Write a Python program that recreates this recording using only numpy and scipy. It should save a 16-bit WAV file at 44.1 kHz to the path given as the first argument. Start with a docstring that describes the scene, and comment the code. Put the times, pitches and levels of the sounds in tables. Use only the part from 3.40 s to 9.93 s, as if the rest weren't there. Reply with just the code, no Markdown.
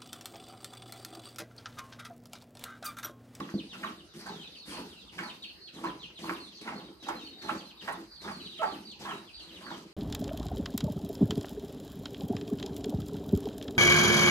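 """Under an open shed, a cow is milked by hand into a pail. Each jet of milk sprays on the froth and drums
the pail (droplet clicks, ringing walls), then plunges through with a wet slap and churns up bubbles.
Chicks peep near and far (gliding whistles), a small bird whistles thinly far off, and a hen clucks once.
Insects sizzle (a narrow band of noise), and far leaves and air hush behind it all (coloured noise)."""
import sys
import numpy as np
from scipy import signal
from scipy.io import wavfile

SR = 44100
rng = np.random.default_rng(int(sys.argv[2]) if len(sys.argv) > 2 else 0)


def transcribe(signal):
    """Save signal, clipped to [-1, 1], as a 16-bit WAV file at the path in sys.argv[1]."""
    frames = np.atleast_2d(signal).T
    limited = np.clip(frames, -1, 1)
    pcm = np.round(limited * 32767).astype(np.int16)
    wavfile.write(sys.argv[1], SR, pcm)


N = 287973   # length of the scene [samples]

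# the jet breaking through the froth: (time [s], level [dB], loudest bubble pitch [Hz], time to fall 60 dB [s])
PLUNGE_ROWS = [(-.006, -39.5, 890, 0.017), (0.078, -49.5, 1370, 0.075), (0.327, -50, 1440, 0.16),
               (0.426, -36, 1250, 0.15), (.806, -54, 1360, 0.16), (0.852, -43.5, 870, 0.36),
               (1.312, -50, 1000, 0.37), (1.361, -45.5, 956, 0.19), (1.777, -37.5, 1640, 0.18),
               (1.817, -44, 990, 0.29), (2.36, -54, 910, 1), (2.431, -38.5, 1030, 0.27),
               (2.692, -61, 1050, 0.048), (2.83, -45.5, 940, 0.36), (2.888, -32, 1050, 0.061),
               (3.243, -49.5, 895, 0.85), (3.265, -38, 1280, 0.13), (3.294, -43.5, 840, 0.29),
               (3.655, -49.5, 825, 0.2), (3.678, -35.5, 933, 0.24), (4.029, -50, 840, 0.8),
               (4.077, -33.5, 1090, 0.17), (4.443, -56, 1210, .2), (4.472, -32.5, 943, 0.2),
               (4.835, -45, 880, 0.36), (4.87, -40.5, 1140, 0.14), (5.227, -25, 805, 0.011),
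               (5.616, -53, 890, 0.48), (5.646, -42.5, 1010, 0.43), (5.677, -40.5, 1310, 0.26),
               (6.2, -55, 1000, 0.96), (6.255, -49, 1220, 0.38), (6.3, -43.5, 950, 0.16)]
# ringing modes of the pail's wall: (pitch [Hz], width [Hz], level [dB])
PAIL_MODES = [(153.4, 44, -9), (203, 61.5, 0.5), (274, 60, -1.5), (331.1, 27.6, 1.5), (422, 37, -4.5),
              (502, 94, -5.5)]


def from_db(db):
    """Turn decibels into gain."""
    return 10 ** (np.asarray(db) / 20)


def rms_one(x):
    """Scale a sound to an rms level of 1."""
    return x / np.sqrt(np.mean(x ** 2) + 1e-20)


def in_time(rows):
    """Draw straight lines between the rows of a curve: each column becomes one value per sample."""
    times, *columns = np.transpose(rows)
    return [np.interp(np.arange(N) / SR, times, column) for column in columns]


def at_hz(points, hz):
    """Read a spectrum at any pitch, on a log-frequency axis."""
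    points = np.array(points)
    return np.interp(np.log(hz), np.log(points[:, 0]), points[:, 1])


def drift(rate_hz):
    """Random wandering with spread 1: noise smoothed twice at the given rate, made at every 40th sample."""
    r = np.exp(-80 * np.pi * rate_hz / SR)
    noise = rng.standard_normal(N // 40 + 2002)
    slow = signal.lfilter([1], [1, -2 * r, r * r], noise)[2000:]   # the smoother's start is dropped
    return np.interp(np.arange(N) / 40, np.arange(len(slow)), rms_one(slow))


def resonate(x, hz, width_hz):
    """Ring at one pitch, with gain 1 at the peak."""
    r = np.exp(-np.pi * width_hz / SR)
    feed = np.array([1, 0, -1]) * (1 - r * r) / 2
    return signal.lfilter(feed, [1, -2 * r * np.cos(2 * np.pi * hz / SR), r * r], x + 1e-18)


def grains(per_s, spread_db):
    """Make random clicks of uneven size and sign, with rms 1."""
    sizes = from_db(spread_db * np.minimum(rng.exponential(1, N), 5)) * rng.choice([-1, 1], N)
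    return rms_one(sizes * (rng.random(N) < per_s / SR))


def colour(sources, spectrum, patchy_db, likeness):
    """Colour two pairs of sources in third-octave bands, each with its level, flicker and left-right likeness."""
    out, edges_hz = 0, 25 * 2 ** np.arange(0, 9.5, 1 / 3)
    for k, (low, high) in enumerate(zip(edges_hz, edges_hz[1:])):
        band = signal.butter(2, [low, high], "band", fs=SR, output="sos")
        mid, side = signal.sosfilt(band, sources[k % 2])   # neighbouring bands use different pairs
        hz = np.sqrt(low * high)
        alike = np.clip(at_hz(likeness, hz), 0, 1)
        gain = from_db(at_hz(spectrum, hz) + patchy_db * drift(7.6))
        # the side part has opposite signs left and right, so it makes the channels differ
        out = out + gain * (np.sqrt(1 + alike) * mid + np.sqrt(1 - alike) * side * [[1], [-1]])
    return rms_one(out)


def bursts(at_s, peak_db, rise_s, t60, size=1):
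    """Power of one burst, one value per size samples: a quick rise, then a fall of 60 dB in t60 seconds."""
    t = np.arange(0, N, size) / SR - at_s
    rise_s, t60 = max(rise_s, .001), max(t60, .01)
    rise = np.clip(t / rise_s, 0, 1) ** 2
    fall = from_db(-120 * np.clip(t - rise_s, 0, None) / t60)
    return from_db(2 * peak_db) * rise * fall


def leaves_and_air():
    """Far leaves and air blend into a flickering hush: noise coloured band by band."""
    # hush: (pitch [Hz], level per Hz [dB])
    hush_colour = [(25, -39), (59, 4), (119, -8), (322, -5), (552, -10.5), (1420, -16), (2180, -15.5),
                   (3930, -22.5), (5400, -14.5), (7710, -35), (9560, -22.5), (13600, -39), (15500, -12)]
    # how alike left and right are: (pitch [Hz], likeness [0 to 1])
    hush_likeness = [(30, 0.28), (150, 0.89), (500, 0.42), (2000, 0.033), (15000, 0.029)]
    noise = rng.standard_normal((2, 2, N))
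    return from_db(-60.5) * colour(noise, hush_colour, 4.36, hush_likeness)


def insects():
    """Many insects blur into a sizzle: noise in one steep band, its own in each channel, wavering in level."""
    band = signal.butter(6, (3920, 5050), "band", fs=SR, output="sos")
    sizzle = signal.sosfilt(band, rng.standard_normal((2, N)))
    return from_db(-64 + 2.7 * drift(4.4)) * rms_one(sizzle)


def shed(x):
    """Close echoes of rails and ground, then the roof's longer tail: decaying noise, its own in each channel."""
    tail_t60_s, close_t60_s = 0.4, .16
    t = np.arange(round(tail_t60_s * SR)) / SR
    decay = from_db(-60 * t / tail_t60_s) + from_db(5 - 60 * t / close_t60_s)
    tail = rng.standard_normal((2, len(t))) * decay * (t > .003)
    soft = signal.butter(2, 3600, fs=SR, output="sos")   # earth and straw swallow treble
    tail = signal.sosfilt(soft, tail)
    tail /= np.sqrt(np.sum(tail ** 2, axis=1, keepdims=True))
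    return signal.fftconvolve(np.broadcast_to(x, (2, N)), tail, axes=1)[:, :N]


def flock():
    """Chicks further off peep at random: 45 rows with the same columns as the nearer peeps."""
    # (lowest, highest) of time, hold and fall [s], top and bottom pitch [Hz], level [dB]
    ranges = [(0, N / SR - .01), (.008, .045), (.02, .06), (3660, 4730), (2415, 3230), (-77, -58.5)]
    low, high = np.transpose(ranges)
    return list(low + (high - low) * rng.random((45, 6)))


def chicks(sag, waver, rasp):
    """A peep holds a whistle that sags a little, then drops; a small bird far off whistles the same way."""
    # chicks: (time [s], hold [s], fall [s], top pitch [Hz], bottom pitch [Hz], level [dB])
    peep_rows = [ (.0, 0.019, 0.03, 3880, 2530, -56), (0.132, 0.024, 0.0064, 4570, 4400, -56),
                 (0.174, 0.0096, 0.026, 4170, 2300, -49), (0.29, 0.016, 0.033, 3810, 2640, -51.5),
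                 (0.446, 0.012, 0.026, 3970, 2460, -49.5), (0.573, 0.012, 0.029, 3910, 2570, -59),
                 (0.683, 0.035, 0.035, 3800, 2540, -64), (0.863, 0.029, 0.012, 4560, 4360, -54.5),
                 (0.88, 0.0086, 0.13, 4170, 3000, -55.5), (1.002, 0.0091, 0.039, 3860, 2410, -51.5),
                 (1.02, 0.022, 0.042, 4130, 3400, -51), (1.117, 0.017, 0.038, 3750, 2390, -54),
                 (1.161, 0.043, 0.04, 4600, 3660, -53), (1.291, 0.008, 0.037, 3460, 2290, -54),
                 (1.321, 0.011, 0.045, 3294, 2500, -56.5), (1.326, 0.047, 0.011, 4460, 4170, -53),
                 (1.492, 0.014, 0.037, 3870, 2780, -57), (1.542, 0.0087, 0.043, 2840, 2670, -60.5),
                 (1.566, 0.036, 0.037, 4010, 3100, -57.5), (1.663, 0.013, 0.026, 3700, 2660, -56),
                 (1.708, 0.012, 0.033, 3630, 2550, -71.5), (1.828, 0.018, 0.042, 4600, 3970, -52),
                 (1.875, 0.017, 0.03, 3890, 3450, -53), (1.889, 0.0053, 0.019, 3290, 2210, -48.5),
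                 (2.018, 0.012, 0.024, 3860, 2310, -46.5), (2.021, 0.063, 0.022, 4470, 4220, -54),
                 (2.087, 0.0043, 0.016, 3440, 2490, -54), (2.208, 0.054, 0.04, 4410, 3850, -55),
                 (2.266, 0.0051, 0.021, 3750, 2390, -53), (2.337, 0.016, 0.03, 4050, 2940, -55.5),
                 (2.443, 0.026, 0.043, 4240, 2540, -55), (2.592, 0.0084, 0.049, 4120, 2720, -52),
                 (2.605, 0.046, 0.0099, 4370, 4200, -61.5), (2.626, 0.0041, 0.028, 3300, 2485, -53.5),
                 (2.753, 0.012, 0.027, 4060, 2710, -50.5), (2.819, 0.04, 0.015, 4425, 4000, -55),
                 (2.861, 0.0057, 0.022, 2980, 2490, -56), (2.938, 0.011, 0.027, 3890, 2390, -53.5),
                 (2.994, 0.04, 0.05, 4370, 3380, -53), (3.146, 0.029, 0.07, 4500, 3640, -55.5),
                 (3.35, 0.039, 0.023, 4410, 2490, -55), (3.43, 0.042, 0.015, 3880, 2940, -60),
                 (3.597, 0.032, 0.024, 3880, 2430, -54.5), (3.654, 0.025, 0.022, 3910, 2480, -52),
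                 (3.752, 0.024, 0.0095, 4170, 4100, -52), (3.779, .006, 0.059, 3410, 2370, -58),
                 (3.788, 0.039, .01, 3850, 3750, -53), (3.841, 0.033, 0.026, 4510, 4220, -51.5),
                 (3.859, 0.0094, 0.013, 3200, 2770, -51.5), (3.906, 0.092, 0.025, 3830, 3700, -56),
                 (3.984, 0.0141, 0.11, 4550, 3820, -54), (4.168, 0.026, 0.022, 4580, 2450, -51.5),
                 (4.244, 0.045, 0.032, 4194, 2280, -56.5), (4.369, 0.028, 0.028, 3834, 2470, -53),
                 (4.507, 0.03, 0.025, 3940, 3310, -58), (4.705, 0.057, 0.11, 4690, 3255, -54.5),
                 (4.916, 0.013, 0.062, 4620, 4130, -51), (4.989, 0.0068, 0.025, 3400, 2370, -54),
                 (5.001, 0.054, 0.018, 4550, 4550, -53.5), (5.0, 0.1, 0.031, 4030, 3530, -49.5),
                 (5.048, 0.0059, 0.027, 3750, 2590, -52.5), (5.101, 0.014, 0.048, 3800, 2510, -55),
                 (5.133, 0.031, 0.037, 3980, 2660, -50), (5.248, 0.043, 0.042, 4590, 3800, -53),
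                 (5.301, .015, 0.043, 3570, 2530, -56), (5.448, 0.039, 0.043, 4640, 4056, -52),
                 (5.461, 0.039, 0.042, 4020, 2510, -53.5), (5.684, .008, 0.039, 3310, 2620, -51),
                 (5.734, .02, 0.018, 2890, 2600, -68), (5.704, 0.068, 0.028, 3950, 3850, -57.5),
                 (5.867, 0.011, 0.028, 3530, 2320, -55), (5.933, 0.05, 0.03, 4080, 2660, -53.5),
                 (5.935, 0.055, 0.066, 4720, 3900, -53), (6.079, 0.0069, 0.033, 3475, 2690, -56.5),
                 (6.123, 0.027, 0.03, 3950, 2510, -53), (6.231, 0.045, 0.077, 4520, 2925, -54)]
    # small bird: (time [s], hold [s], glide [s], first pitch [Hz], last pitch [Hz], level [dB])
    bird_rows = [(1.089, 0.05, 0.095, 9950, 10900, -75), (1.47, .04, 0.071, 9300, 7000, -75)]
    # throat: (pitch [Hz], level [dB])
    throat = [(2300, -5), (2900, 1), (3400, -2.5), (4700, 0)]
    attack_s, release_s, overtone_db = 0.0085, 0.0022, -18
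    wall_echo_s, wall_echo_db, left_lead = .046, -13.5, 3   # the lead is in samples
    out, shake, hoarse = np.zeros(N), drift(48.7), 1 + rasp * drift(310)
    for s, hold, fall, top_hz, bottom_hz, db in peep_rows + bird_rows + flock():
        hold, fall, at = max(hold, .003), max(fall, .006), round(max(s, 0) * SR)
        t = np.arange(min(round((hold + fall) * SR), N - at)) / SR
        hz = np.interp(t, [0, hold, hold + fall], [top_hz, top_hz * sag, bottom_hz])
        phase = 2 * np.pi * np.cumsum(hz * (1 + waver * shake[at:at + len(t)])) / SR
        edges = np.clip(np.minimum(t / attack_s, (hold + fall - t) / release_s), 0, 1)
        whistle = np.sin(phase) + from_db(overtone_db) * np.sin(2 * phase)
        out[at:at + len(t)] += np.sqrt(2) * from_db(db + at_hz(throat, hz)) * edges * whistle
    out *= hoarse
    delay = round(wall_echo_s * SR)
    out[delay:] += from_db(wall_echo_db) * out[:-delay]   # one distinct echo from a far wall
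    return np.array([out, np.roll(out, left_lead)])


def hen(rough):
    """A short cluck breaks to a lower pitch: seven harmonics, shaped by the throat, with a shaky pitch."""
    # cluck: (time [s], pitch [Hz], level [dB])
    cluck_rows = [(5.194, 616.3, -49), (5.208, 639, -40.5), (5.218, 669, -36), (5.224, 437.7, -38),
                  (5.25, 440, -44), (5.275, 387.3, -46), (5.32, 402.5, -52.5)]
    # throat: (pitch [Hz], level [dB])
    throat = [(400, -2.5), (650, 6), (900, 11), (1350, 3.5), (1800, -20), (2250, -9.5), (3000, -17)]
    hz, db = in_time(cluck_rows)
    t = np.arange(N) / SR
    phase = 2 * np.pi * np.cumsum(hz * (1 + rough * drift(83.7))) / SR
    voice = sum(from_db(at_hz(throat, k * hz)) * np.sin(k * phase) for k in range(1, 8))
    sounding = (t > cluck_rows[0][0]) & (t < cluck_rows[-1][0])
    return voice * from_db(db) * sounding


def bumps(narrow_db, damped_t60):
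    """A soft bump rings wall modes near its favoured pitch until a leg or hand damps them; a brief tap opens it."""
    # bumps against the pail: (time [s], level [dB], favoured pitch [Hz], rings free for [s])
    bump_rows = [(.0, -28.5, 243, 0.037), (.14, -19.5, 208, 0.025), (0.179, -28, 300, 0.015),
                 (0.238, -41, 239, 0.043), (3.49, -38, 324, 0.025), (4.575, -37.5, 330, 0.056)]
    out, t = np.zeros(N), np.arange(SR // 4) / SR
    for s, peak_db, favoured_hz, free_s in bump_rows:
        at = round(s * SR)
        gains = [from_db(db - narrow_db * abs(np.log2(hz / favoured_hz))) for hz, width_hz, db in PAIL_MODES]
        rings = sum(g * np.sin(2 * np.pi * mode[0] * t) for g, mode in zip(gains, PAIL_MODES)) / sum(gains)
        tap = from_db(-14 - 60 * t / .03) * np.sin(2 * np.pi * 640 * t)
        damping = from_db(peak_db - 60 * np.clip(t - free_s, 0, None) / damped_t60)
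        out[at:at + len(t)] += damping * np.clip(t / 0.0017, 0, 1) * (rings + tap)
    return out


def jets():
    """Each jet lands, changes while the hand squeezes, then fades: power of its drumming and of its spray."""
    # jets of milk: (landing time [s], onset lasts [s], squeeze lasts [s], drumming level at squeeze end [dB],
    # drumming swell up to there [dB], drumming fade [dB per s], spray level at landing [dB])
    jet_rows = [(0.0, 0.0034, 0.0098, -40.5, -11, 54, -36.5), (0.202, 0.0062, 0.0045, -43.5, -2, 189, -51),
                (0.327, .005, 0.14, -41.5, 12.5, 115, -51.5), (0.731, .008, 0.039, -47.5, 14, 252, -57),
                (0.781, .012, 0.16, -44.5, 10.5, 67, -53.5), (1.248, 0.031, 0.15, -39, 14, 104, -48.5),
                (1.718, 0.0059, 0.086, -43, 18, 64, -55.5), (2.325, 0.02, 0.14, -36.5, 16, 102, -56.5),
                (2.787, 0.0046, 0.13, -39.5, 12.5, 91, -50), (3.209, 0.006, 0.18, -43.5, 5.5, 109, -52),
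                (3.624, 0.0046, 0.072, -41, 11, 60, -50.5), (4.014, 0.0082, 0.13, -39, 8.5, 125, -47.5),
                (4.404, 0.02, 0.2, -46.5, 1, 189, -48.5), (4.807, 0.014, 0.082, -42, 12.5, 67, -50.5),
                (5.169, 0.015, 0.18, -42.5, 12.5, 97, -54), (5.585, 0.031, 0.16, -44, 4.5, 133, -46.5),
                (5.988, 0.014, 0.38, -44, 18.5, 87, -59.5)]
    # a jet that lands hard has spent its spray early; shares are of the drumming's swell and fade
    swell_share, sag_db, fade_share = 0.79, 8, 0.9
    drumming, spraying = 1e-12, 1e-12
    for s, onset_s, squeeze_s, drum_db, swell_db, fade_db, spray_db in jet_rows:
        t = np.arange(N) / SR - s
        landed = np.clip(t / max(onset_s, .002), 0, 1) ** 2
        squeezed = np.clip(t / max(squeeze_s, .003), 0, 1)
        since = np.clip(t - squeeze_s, 0, None)
        drum_now_db = drum_db - swell_db * (1 - squeezed) - fade_db * since
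        drumming = drumming + landed * from_db(2 * drum_now_db)
        spray_gain_db = (swell_share * swell_db - sag_db) * squeezed - fade_share * fade_db * since
        spraying = spraying + landed * from_db(2 * (spray_db + spray_gain_db))
    return drumming, spraying


def pail():
    """Splashes ring the wall modes; the jet wanders, so it favours now one mode, now another."""
    # where the jets land: (time [s], upper modes against lower ones [dB per octave])
    aim = [(0, -3.5), (2, -5), (2.6, -2.5), (3.4, 0.5), (4.5, -2), (5.6, -2), (6.53, -3)]
    tilt_db, = in_time(aim)
    drummed, splashes = 0, grains(400, spread_db=2.5)
    for k, (hz, width_hz, db) in enumerate(PAIL_MODES):
        ring = rms_one(resonate(splashes * from_db(2.5 * drift(3.1)), hz, width_hz))
        tilt = from_db(tilt_db * np.log2(hz / 260))
        drummed = drummed + (-1) ** k * from_db(db) * ring * tilt
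    soft = signal.butter(2, 520, fs=SR, output="sos")   # wet contacts carry little treble
    drumming = signal.sosfilt(soft, np.sqrt(jets()[0]) * rms_one(drummed))
    return drumming + bumps(narrow_db=13.5, damped_t60=0.058)


def spray():
    """Dense droplets crackle on the froth: coloured clicks that follow the uneven jet."""
    # spray: (pitch [Hz], level per Hz [dB])
    spray_colour = [(300, -4.5), (1000, -5), (2500, -6), (5000, -6), (7000, -16), (10000, -14),
                    (14000, -28), (16000, -8)]
    spurt_db, spurt_hz = 1, 16   # size and rate of the jet's unevenness
    drops = np.array([[grains(2500, spread_db=0.5) for side in "lr"] for pair in "ab"])
    power = jets()[1] * from_db(2 * spurt_db * drift(spurt_hz))
    return np.sqrt(power) * colour(drops, spray_colour, 2.94, [(300, 1.0), (15000, 0.02)])


def spatters():
    """Droplets land in a sudden short cluster: clicks through a resonance, each spatter with its own colour."""
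    # spatters: (time [s], level [dB], brightest pitch [Hz])
    spatter_rows = [(.0956, -56, 6000), (.8594, -54, 7000), (2.4354, -56, 9000), (2.896, -64, 6500),
                    (3.682, -44, 6200), (4.52, -49.5, 9200), (5.212, -54, 7000), (5.511, -58, 6200)]
    drops, out = np.array([grains(1400, spread_db=2.0) for side in "lr"]), 0
    for s, db, hz in spatter_rows:
        envelope = np.sqrt(bursts(s, db, rise_s=0.008, t60=0.06))
        out = out + envelope * rms_one(resonate(drops, hz, hz * 0.21))
    return out * from_db([[2], [-2]])   # a little to the left


PLUNGE_RISE_S = 0.012


def slaps():
    """The jet punches through the surface with a short, rough, wet slap: clicks kept to a middle band."""
    power = sum(bursts(s, db - 6, PLUNGE_RISE_S, 0.032, size=20) for s, db, centre_hz, t60 in PLUNGE_ROWS)
    band = signal.butter(2, (1160, 1750), "band", fs=SR, output="sos")
    rough = signal.sosfilt(band, grains(600, spread_db=6.0))
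    return np.sqrt(np.repeat(power, 20)[:N]) * rms_one(rough)


def pops():
    """A single big bubble bursts: it rings a few cycles, rising in pitch as it dies away."""
    # pops: (time [s], level [dB], starting pitch [Hz])
    pop_rows = [(0.438, -21.5, 1400), (0.866, -38, 770), (1.788, -36, 1490), (2.441, -26, 1190),
                (2.843, -29, 960), (2.9, -35, 1080), (3.685, -26, 890), (4.094, -17, 1235),
                (4.485, -20, 960)]
    fade_cycles, rise = 16.0, .12   # cycles to fall 60 dB; strength of the upward glide
    out = np.zeros(N)
    for s, peak_db, hz in pop_rows:
        cycles, at = hz * np.arange(SR // 20) / SR, round(s * SR)
        spent = cycles / fade_cycles
        ring = np.sin(2 * np.pi * cycles * (1 + rise * spent))
        out[at:at + len(cycles)] += from_db(peak_db - 60 * spent) * np.clip(cycles, 0, 1) * ring
    return out


def bubbles(per_s, cycles, low_octaves, high_octaves, core_db, tail_db, tail_t60):
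    """Each plunge frees a cloud of bubbles around one pitch; smaller numbers keep rising after it."""
    pitches = np.geomspace(560, 3400, 26)
    power = np.zeros((len(pitches), N // 20 + 2))   # one value per 20 samples
    for s, db, centre_hz, t60 in PLUNGE_ROWS:
        octaves = np.log2(pitches / centre_hz)
        share = from_db(-12 * (octaves / np.where(octaves < 0, low_octaves, high_octaves)) ** 2)
        # the air pocket under the jet rings at one pitch
        share += from_db(2 * core_db - 9.8 * (octaves / 0.13) ** 2)
        cloud = bursts(s, db, PLUNGE_RISE_S, t60, size=20)
        cloud = cloud + bursts(s, db + tail_db, PLUNGE_RISE_S, tail_t60, size=20)
        power[:, :len(cloud)] += np.outer(share / share.sum(), cloud)
    out = 0
    for hz, pitch_power in zip(pitches, power):
        births = grains(per_s, spread_db=3.5) * np.sqrt(np.repeat(pitch_power, 20)[:N])
        unit_gain = np.sqrt(SR * cycles / (np.pi / 2 * hz))   # white in, unit power out
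        out = out + resonate(births, hz, hz / cycles) * unit_gain
    return signal.sosfilt(signal.butter(2, 560, "high", fs=SR, output="sos"), out)


def scene():
    """The pail stands a little to the right; chicks and yard surround it."""
    yard = leaves_and_air() * from_db([[-.4], [.4]])
    peeps = chicks(sag=.98, waver=.012, rasp=.4)
    churn = bubbles(per_s=120, cycles=23.0, low_octaves=0.88, high_octaves=1.05,
                    core_db=6.5, tail_db=-13, tail_t60=0.36)
    milk_and_hen = churn + slaps() + pops() + hen(rough=0.0253)
    near = milk_and_hen * from_db([[-2.8], [1.6]]) + pail() * from_db([[-.3], [.3]])
    near = near + spray() * from_db([[.4], [-.4]]) + spatters()
    near[0] = np.roll(near[0], -6)   # left leads by 6 samples
    echoes = shed(from_db(-9.5) * milk_and_hen + from_db(-2) * peeps) * from_db([[-1.2], [.6]])
    return near + peeps * from_db([[-1.3], [-.3]]) + echoes + yard + insects()


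def record(dry):
    """The microphone drops the deepest bass; the top is cut steeply."""
    thinned = signal.sosfilt(signal.butter(4, 44, "high", fs=SR, output="sos"), dry)
    top_cut = signal.cheby2(14, 70, 15800, fs=SR, output="sos")   # 70 dB down from 15800 Hz up
    return signal.sosfilt(top_cut, thinned)


dry = scene()
out = record(dry)
transcribe(out)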